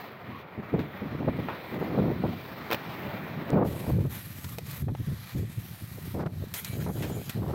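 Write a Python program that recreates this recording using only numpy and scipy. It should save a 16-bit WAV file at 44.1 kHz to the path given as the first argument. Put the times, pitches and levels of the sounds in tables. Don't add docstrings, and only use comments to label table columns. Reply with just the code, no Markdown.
import sys
import numpy as np
from scipy import signal
from scipy.fft import rfft, irfft, next_fast_len
from scipy.io import wavfile
from scipy.ndimage import uniform_filter1d

SR = 44100
rng = np.random.default_rng(int(sys.argv[2]) if len(sys.argv) > 2 else 0)


def bounce(signal):
    frames = np.transpose(np.atleast_2d(signal))
    limited = np.clip(frames, -1, 1)
    pcm = np.round(limited * 32767).astype(np.int16)
    wavfile.write(sys.argv[1], SR, pcm)


N = 332514
T = np.arange(N) / SR
MIC_SWITCH_S = 3.652
RAIL_ON_S, RAIL_OFF_S = 6.539, 7.294

# frequency_hz, gain_db
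SKATES_SHIELDED = [(120, 3.5), (350, 7.5), (700, 5.5), (1200, 1), (1600, -1), (2200, -1.5), (2800, -7),
                   (4000, -10.5), (5500, -23), (7500, -32.5), (9000, -31), (10400, -37), (12200, -21.5),
                   (14500, -14.5)]
SKATES_OPEN = [(200, -3), (700, 2), (1200, 0), (1800, 1.5), (2300, 1), (2700, -1), (4000, -1), (5000, -5.5),
               (7000, -8.5), (10500, -6.5), (12500, 1), (15500, -6)]


def wheels():
    # time_s, rush_db, hiss_db
    approach = [(0, -48.5, -56), (.14, -53, -69.5), (.42, -53.5, -63.5), (.435, -54.5, -73), (.6, -53, -70),
                (.78, -51, -65), (1.27, -52.5, -65.5), (1.42, -51, -59.5), (1.88, -49, -60.5),
                (2.08, -51.5, -63), (2.3, -51.5, -58.5), (3.05, -47.5, -57.5), (3.5, -48, -61.5),
                (3.63, -59, -70.5)]
    # start_s, length_s, rush_db, hiss_db
    strides = [(3.665, 0.26, -49, -52), (4.112, 0.087, -43.5, -45), (4.22, 0.33, -52, -50),
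               (4.665, 0.14, -48, -48), (5.04, 0.27, -55, -60), (5.275, 0.06, -47, -51),
               (5.36, .04, -52.5, -50.5), (5.5, 0.65, -54.5, -53.5), (6.195, 0.017, -53, -76),
               (7.29, 0.07, -49, -56)]
    # start_s, length_s, dip_db
    dips = [(3.933, 0.026, -2), (4.827, 0.1, -8.5), (6.23, 0.1, -5.5)]
    # centre_hz, width_hz, boost_db
    modes = [(1200, 360, 3.5), (1910, 260, 3.5), (2380, 73, 4.5), (4000, 400, 1)]
    texture = grit(per_s=700, spread_db=-0.5, share=0.39)
    dull = contact(texture, curve(approach), SKATES_SHIELDED, modes, trim_db=(0, -0.5), split_hz=2730)
    load = loading(strides, idle_db=(-56.5, -60.5), attack_s=0.046, release_s=0.038)
    texture = grit(per_s=1200, spread_db=2.5, share=0.58)
    bright = contact(texture, load, SKATES_OPEN, modes, trim_db=(-1, 1.5), split_hz=6400)
    switched = np.clip((T - MIC_SWITCH_S) / 0.024 + 1, 0, 1)
    lingering = np.clip((MIC_SWITCH_S + 0.47 - T) / 0.1, 0, 1)
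    on_concrete = 1 - window(RAIL_ON_S, RAIL_OFF_S, edge_s=0.0056)
    rolling = dull * lingering + bright * switched * on_concrete
    dip_db = sum(db * hold(s, length, attack_s=0.0073, release_s=0.029) for s, length, db in dips)
    return wander(rolling, depth_db=1.58, rate_hz=9) * undb(dip_db + walk(70))


def grind():
    # start_s, length_s, rush_db, hiss_db
    slides = [(6.556, 0.044, -44.5, -38.5), (6.645, 0.12, -48, -48), (6.8, 0.046, -48.5, -48.5),
              (6.96, 0.41, -51, -55)]
    # frequency_hz, gain_db
    sole = [(300, 13), (1000, 10.5), (2200, 12.5), (4000, 3), (5200, -2), (7000, -3.5), (10500, -1.5),
            (13000, 5), (15500, -2.5)]
    # centre_hz, width_hz, boost_db
    modes = [(2410, 50, 3.3), (3030, 70, 6), (3260, 120, 6.5), (4000, 480, 5.2), (6750, 800, 4.6)]
    slips = grit(per_s=800, spread_db=0, share=0.72)
    load = loading(slides, idle_db=(-57.5, -53), attack_s=0.023, release_s=0.021)
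    scrape = contact(slips, load, sole, modes, trim_db=(-0.5, -0.5), split_hz=5200)
    scrape *= undb(0.9 * walk(80))
    return wander(scrape, depth_db=2.6, rate_hz=31) * window(RAIL_ON_S, RAIL_OFF_S, edge_s=0.0032)


def grit(per_s, spread_db, share):
    size = next_fast_len(N)
    clicks = (rng.random(size) < per_s / SR) * rng.choice([-1, 1], size)
    grain_gain = undb(spread_db * np.minimum(rng.exponential(size=size), 5))
    return unit(rng.standard_normal(size) + share * unit(clicks * grain_gain))


def loading(pushes, idle_db, attack_s, release_s):
    sag_db, settle_s = -4.5, 0.018
    unload_db, recover_s = -2, 0.12
    power, slack_db = 0, 0
    for start, length, *db in pushes:
        age, after = np.maximum(T - start, 0), np.maximum(T - start - length, 0)
        eased = undb(sag_db * (1 - np.exp(-age / settle_s)))
        power += np.outer(undb(db), hold(start, length, attack_s, release_s) * eased) ** 2
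        slack_db += unload_db * (after > 0) * np.exp(-after / recover_s)
    return 10 * np.log10(power + np.outer(undb(idle_db), undb(slack_db)) ** 2)


def contact(texture, levels_db, spectrum, modes, trim_db, split_hz, low_cut_hz=70):
    f = freqs(texture)
    gain = colour(f, spectrum, modes) / (1 + (low_cut_hz / f) ** 4)
    high = 1 / (1 + (split_hz / f) ** 6)
    level_bands_hz = [(1800, 4500), (11500, 15500)]
    out = 0
    for part, (lo, hi), db, trim in zip((1 - high, high), level_bands_hz, levels_db, trim_db):
        band_rms = np.sqrt(np.mean(gain ** 2 * (f > lo) * (f < hi)))
        out += shape(texture, gain * part / band_rms)[:N] * undb(db + trim)
    return out


def wander(x, depth_db, rate_hz):
    spectrum = rfft(x)
    place = np.clip(4 * np.log2(freqs(x) / 300), 0, 22)
    bands = (irfft(spectrum * np.maximum(1 - np.abs(place - k), 0), N) for k in range(23))
    return sum(band * undb(depth_db * walk(rate_hz)) for band in bands)


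def knocks(crack_db=4.5, crack_s=0.0015, boot_hz=393, boot_width_hz=740):
    # time_s, attack_db, t60_s, tilt_db_per_octave, boot_db
    blows = [(0.791, -39.5, 0.17, -1.5, -16), (1.485, -30, 0.25, -9, -18), (2.704, -31, .025, 0, 7),
             (2.7123, -27.5, 0.033, 2.5, 7), (2.7209, -25.5, 0.036, -.5, -2), (2.729, -23.5, 0.04, 2, 4),
             (2.7444, -27, 0.038, 2.5, 7), (4.443, -40.5, 0.052, -1, 4), (4.492, -46, 0.052, 3.5, -5),
             (4.584, -34.5, 0.026, 1, 27.5), (4.71, -41, 0.073, 1, -5), (4.883, -36.5, 0.064, -14, -2),
             (4.95, -37.5, 0.025, -8, -1), (6.262, -41.5, 0.04, -9.5, -4), (6.539, -32, 0.12, 1.5, 8),
             (6.646, -34.5, 0.046, 0.5, -23), (7.023, -39.5, 0.23, -3.5, -11), (7.294, -34, 0.066, 0.1, 6)]
    # centre_hz, width_hz, boost_db
    frame_modes = [(980, 65, 6.5), (1426, 120, 4.3), (2510, 170, 7.1), (3300, 730, 1.9), (5400, 2200, 2.7),
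                   (7740, 3200, 4.3)]
    out, t = np.zeros(N + SR), np.arange(8192) / SR
    f = freqs(t)
    lead, attack = 128, int(.008 * SR)
    ramp_tail = undb(-28 - 60 * t / .2)
    for s, db, t60, tilt, boot_db in blows:
        ring = undb(crack_db * np.exp(-t / crack_s) - 60 * t / t60) * np.minimum(t / .0008, 1)
        modes = [*frame_modes, (boot_hz, boot_width_hz, boot_db)]
        gain = colour(f, SKATES_SHIELDED if s < MIC_SWITCH_S else SKATES_OPEN, modes)
        gain *= undb(tilt * np.log2(np.maximum(f, 500) / 1000))
        rattle = np.roll(rng.standard_normal(len(t)) * (ring + ramp_tail), lead)
        blow = shape(rattle, gain / (1 + (140 / f) ** 2))
        i = int(s * SR) - lead
        out[i:i + len(t)] += undb(db) * blow / np.std(blow[lead:lead + attack])
    return out[:N]


def squeals(pitch_jitter=0.012, rough_db=4.5):
    # start_s, length_s, pitch_hz, level_db
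    slips = [(0.32, 0.09, 1110, -49), (6.659, .105, 2366, -54), (7.115, 0.06, 6950, -56)]
    out = 0
    for start, length, hz, db in slips:
        phase = 2 * np.pi * np.cumsum(hz * (1 + pitch_jitter * walk(900))) / SR
        gate = window(start, start + length, edge_s=0.025)
        out += np.sin(phase) * undb(db + rough_db * walk(220)) * gate
    return out


def tick(time_s=3.504, peak_db=-28.5, band_hz=(1800, 9700)):
    impulse = signal.unit_impulse(N, int(time_s * SR))
    click = signal.sosfilt(signal.butter(4, band_hz, "band", fs=SR, output="sos"), impulse)
    return undb(peak_db) * click / np.abs(click).max()


def wind(gust_trim_db=1):
    # time_s, level_db
    breeze = [(.17, -54.5), (.32, -40), (.52, -57.5), (.75, -46.5), (1.45, -39.5), (1.63, -52.5),
              (2.17, -28), (2.43, -47), (2.8, -45.5), (3.1, -36.5), (4.08, -41), (4.55, -39.5),
              (5.0, -44.5), (5.27, -48), (5.6, -41), (6.15, -38), (6.4, -34), (6.6, -43.5), (6.8, -36),
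              (7.2, -40), (7.28, -37.5), (7.54, -33)]
    # start_s, length_s, level_db, corner_hz
    gusts = [(0.577, 0.036, -33, 286), (0.737, 0.029, -20.5, 393), (0.778, 0.031, -27.5, 420),
             (1.017, 0.056, -33.5, 246), (1.145, 0.016, -29, 280), (1.195, 0.062, -30, 412),
             (1.277, 0.02, -22, 423), (1.388, 0.015, -27, 384), (1.719, 0.28, -34, 384),
             (1.813, 0.017, -27.5, 540), (1.942, 0.026, -30.5, 530), (1.975, 0.032, -22.5, 400),
             (1.997, 0.13, -25.5, 394), (2.238, 0.0302, -24.5, 430), (3.498, 0.023, -31, 483),
             (3.53, 0.03, -19, 387), (3.555, .065, -19.5, 510), (3.613, 0.042, -24.5, 626),
             (3.657, 0.079, -32.5, 400), (3.729, 0.15, -39, 680), (3.877, 0.033, -25, 447),
             (3.919, 0.123, -23.5, 240), (4.048, 0.013, -26.5, 480), (4.821, 0.029, -26, 173),
             (4.866, 0.072, -27.5, 190), (4.996, 0.03, -28, 185), (5.072, 0.076, -29.5, 224),
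             (5.349, 0.1, -28.5, 248), (5.972, 0.02, -38.5, 402), (6.144, 0.075, -31, 467),
             (6.192, 0.055, -33, 820), (6.257, 0.017, -31, 764), (6.419, 0.022, -30.5, 270),
             (6.732, 0.15, -35, 380), (6.863, 0.05, -30.5, 694), (6.955, 0.25, -33, 422),
             (7.359, 0.069, -30.5, 345), (7.419, 0.048, -32, 565), (7.475, .09, -31, 590)]
    # frequency_hz, gain_db
    shielded_port = [(42, -89), (70, -6), (130, 4), (260, 4), (500, 3)]
    open_port = [(40, -22.5), (80, 7), (120, 10.5), (180, 7), (270, 0.5), (500, 1)]
    size = next_fast_len(N)
    shielded = eddies(size, corner_hz=195, port=shielded_port, patchy_db=1)[:N]
    exposed = eddies(size, corner_hz=184, port=open_port, patchy_db=3.5)[:N]
    stream = np.where(T < MIC_SWITCH_S, shielded, exposed) * undb(curve(breeze)[0] + 3.2 * walk(40))
    out = np.pad(stream, (0, SR))
    t = np.arange(32768) / SR - .2
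    for start, length, db, corner_hz in gusts:
        port = shielded_port if start < MIC_SWITCH_S else open_port
        i = int((start + t[0]) * SR)
        out[i:i + len(t)] += undb(db + gust_trim_db) * gust(t, length, corner_hz, port)
    return out[:N]


def gust(t, length, corner_hz, port):
    attack_s, sag_s = 0.0055, 0.21 * length
    bite_db, bite_s = 4.5, 0.018
    swell_db, lead_s, wake_s = -11, 0.016, 0.075
    gate = ramp(t, attack_s) * ramp(length - t, sag_s)
    bite = undb(bite_db * np.exp(-np.maximum(t, 0) / bite_s))
    burst = fill_lulls(eddies(len(t), corner_hz, port, patchy_db=5.5)) * gate * bite
    burst /= np.sqrt(np.sum(burst ** 2) / np.sum(gate ** 2))
    around = np.exp(np.minimum(t, 0) / lead_s - np.maximum(t - length, 0) / wake_s)
    swell = undb(swell_db) * around * eddies(len(t), 0.63 * corner_hz, port, patchy_db=4)
    return hold_down(burst + swell, ceiling=1.64)


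def eddies(size, corner_hz, port, patchy_db):
    pressure = rng.standard_normal(size) * undb(patchy_db * walk(130, size))
    f = freqs(pressure)
    fall = (1 + (f / corner_hz) ** 4) * (1 + (f / (2 * corner_hz)) ** 4)
    return unit(shape(pressure, colour(f, port, []) / np.sqrt(fall)))


def fill_lulls(x, span_s=0.017, fullness=0.55):
    power = uniform_filter1d(np.abs(signal.hilbert(x)) ** 2, int(span_s * SR))
    return x / np.sqrt(power) ** fullness


def wind_limiter(air):
    # time_s, level_db
    ceiling = [(3.65, -15), (4.0, -8), (4.3, -22)]
    return hold_down(air, undb(curve(ceiling)[0]))


def ducking(air, strength=0.1, knee_db=-39, above_hz=320, span_s=0.06):
    buffeting = shape(air, 1 / (1 + (above_hz / freqs(air)) ** 4)) * (T > MIC_SWITCH_S)
    power = np.abs(uniform_filter1d(buffeting ** 2, int(span_s * SR)))
    return (1 + power / undb(knee_db) ** 2) ** -strength


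def hold_down(x, ceiling):
    envelope = np.abs(signal.hilbert(x, next_fast_len(len(x))))[:len(x)]
    swing = uniform_filter1d(envelope, size=200)
    return x / (1 + (swing / ceiling) ** 4) ** (1 / 4)


def undb(db):
    return 10 ** (np.asarray(db) / 20)


def unit(x):
    return x / np.sqrt(np.mean(x ** 2))


def curve(rows):
    times, *columns = np.transpose(rows)
    return [np.interp(T, times, column) for column in columns]


def freqs(x):
    return np.maximum(np.fft.rfftfreq(len(x), 1 / SR), 1)


def shape(x, gain):
    return irfft(rfft(x) * gain, len(x))


def colour(f, spectrum, modes):
    hz, db = np.transpose(spectrum)
    peaks_db = sum(boost / (1 + (2 * (f - centre) / width) ** 2) for centre, width, boost in modes)
    return undb(np.interp(np.log(f), np.log(hz), db) + peaks_db)


def walk(rate_hz, size=N):
    knots = rng.standard_normal(4096)
    return 1.2 * np.interp(np.arange(size) * rate_hz / SR, np.arange(len(knots)), knots)


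def ramp(t, edge_s):
    return np.clip(t / edge_s + .5, 0, 1)


def window(start, end, edge_s):
    return ramp(np.minimum(T - start, end - T), edge_s)


def hold(start, length, attack_s, release_s):
    return ramp(T - start, attack_s) * np.exp(-np.maximum(T - start - length, 0) / release_s)


def scene():
    air = wind_limiter(wind())
    skates = (wheels() + grind()) * ducking(air)
    return (skates + squeals() + knocks() + tick() + air)[None]


def record(dry):
    top_hz = 15750
    return signal.sosfilt(signal.ellip(10, .2, 80, top_hz, fs=SR, output="sos"), dry)


dry = scene()
out = record(dry)
bounce(out)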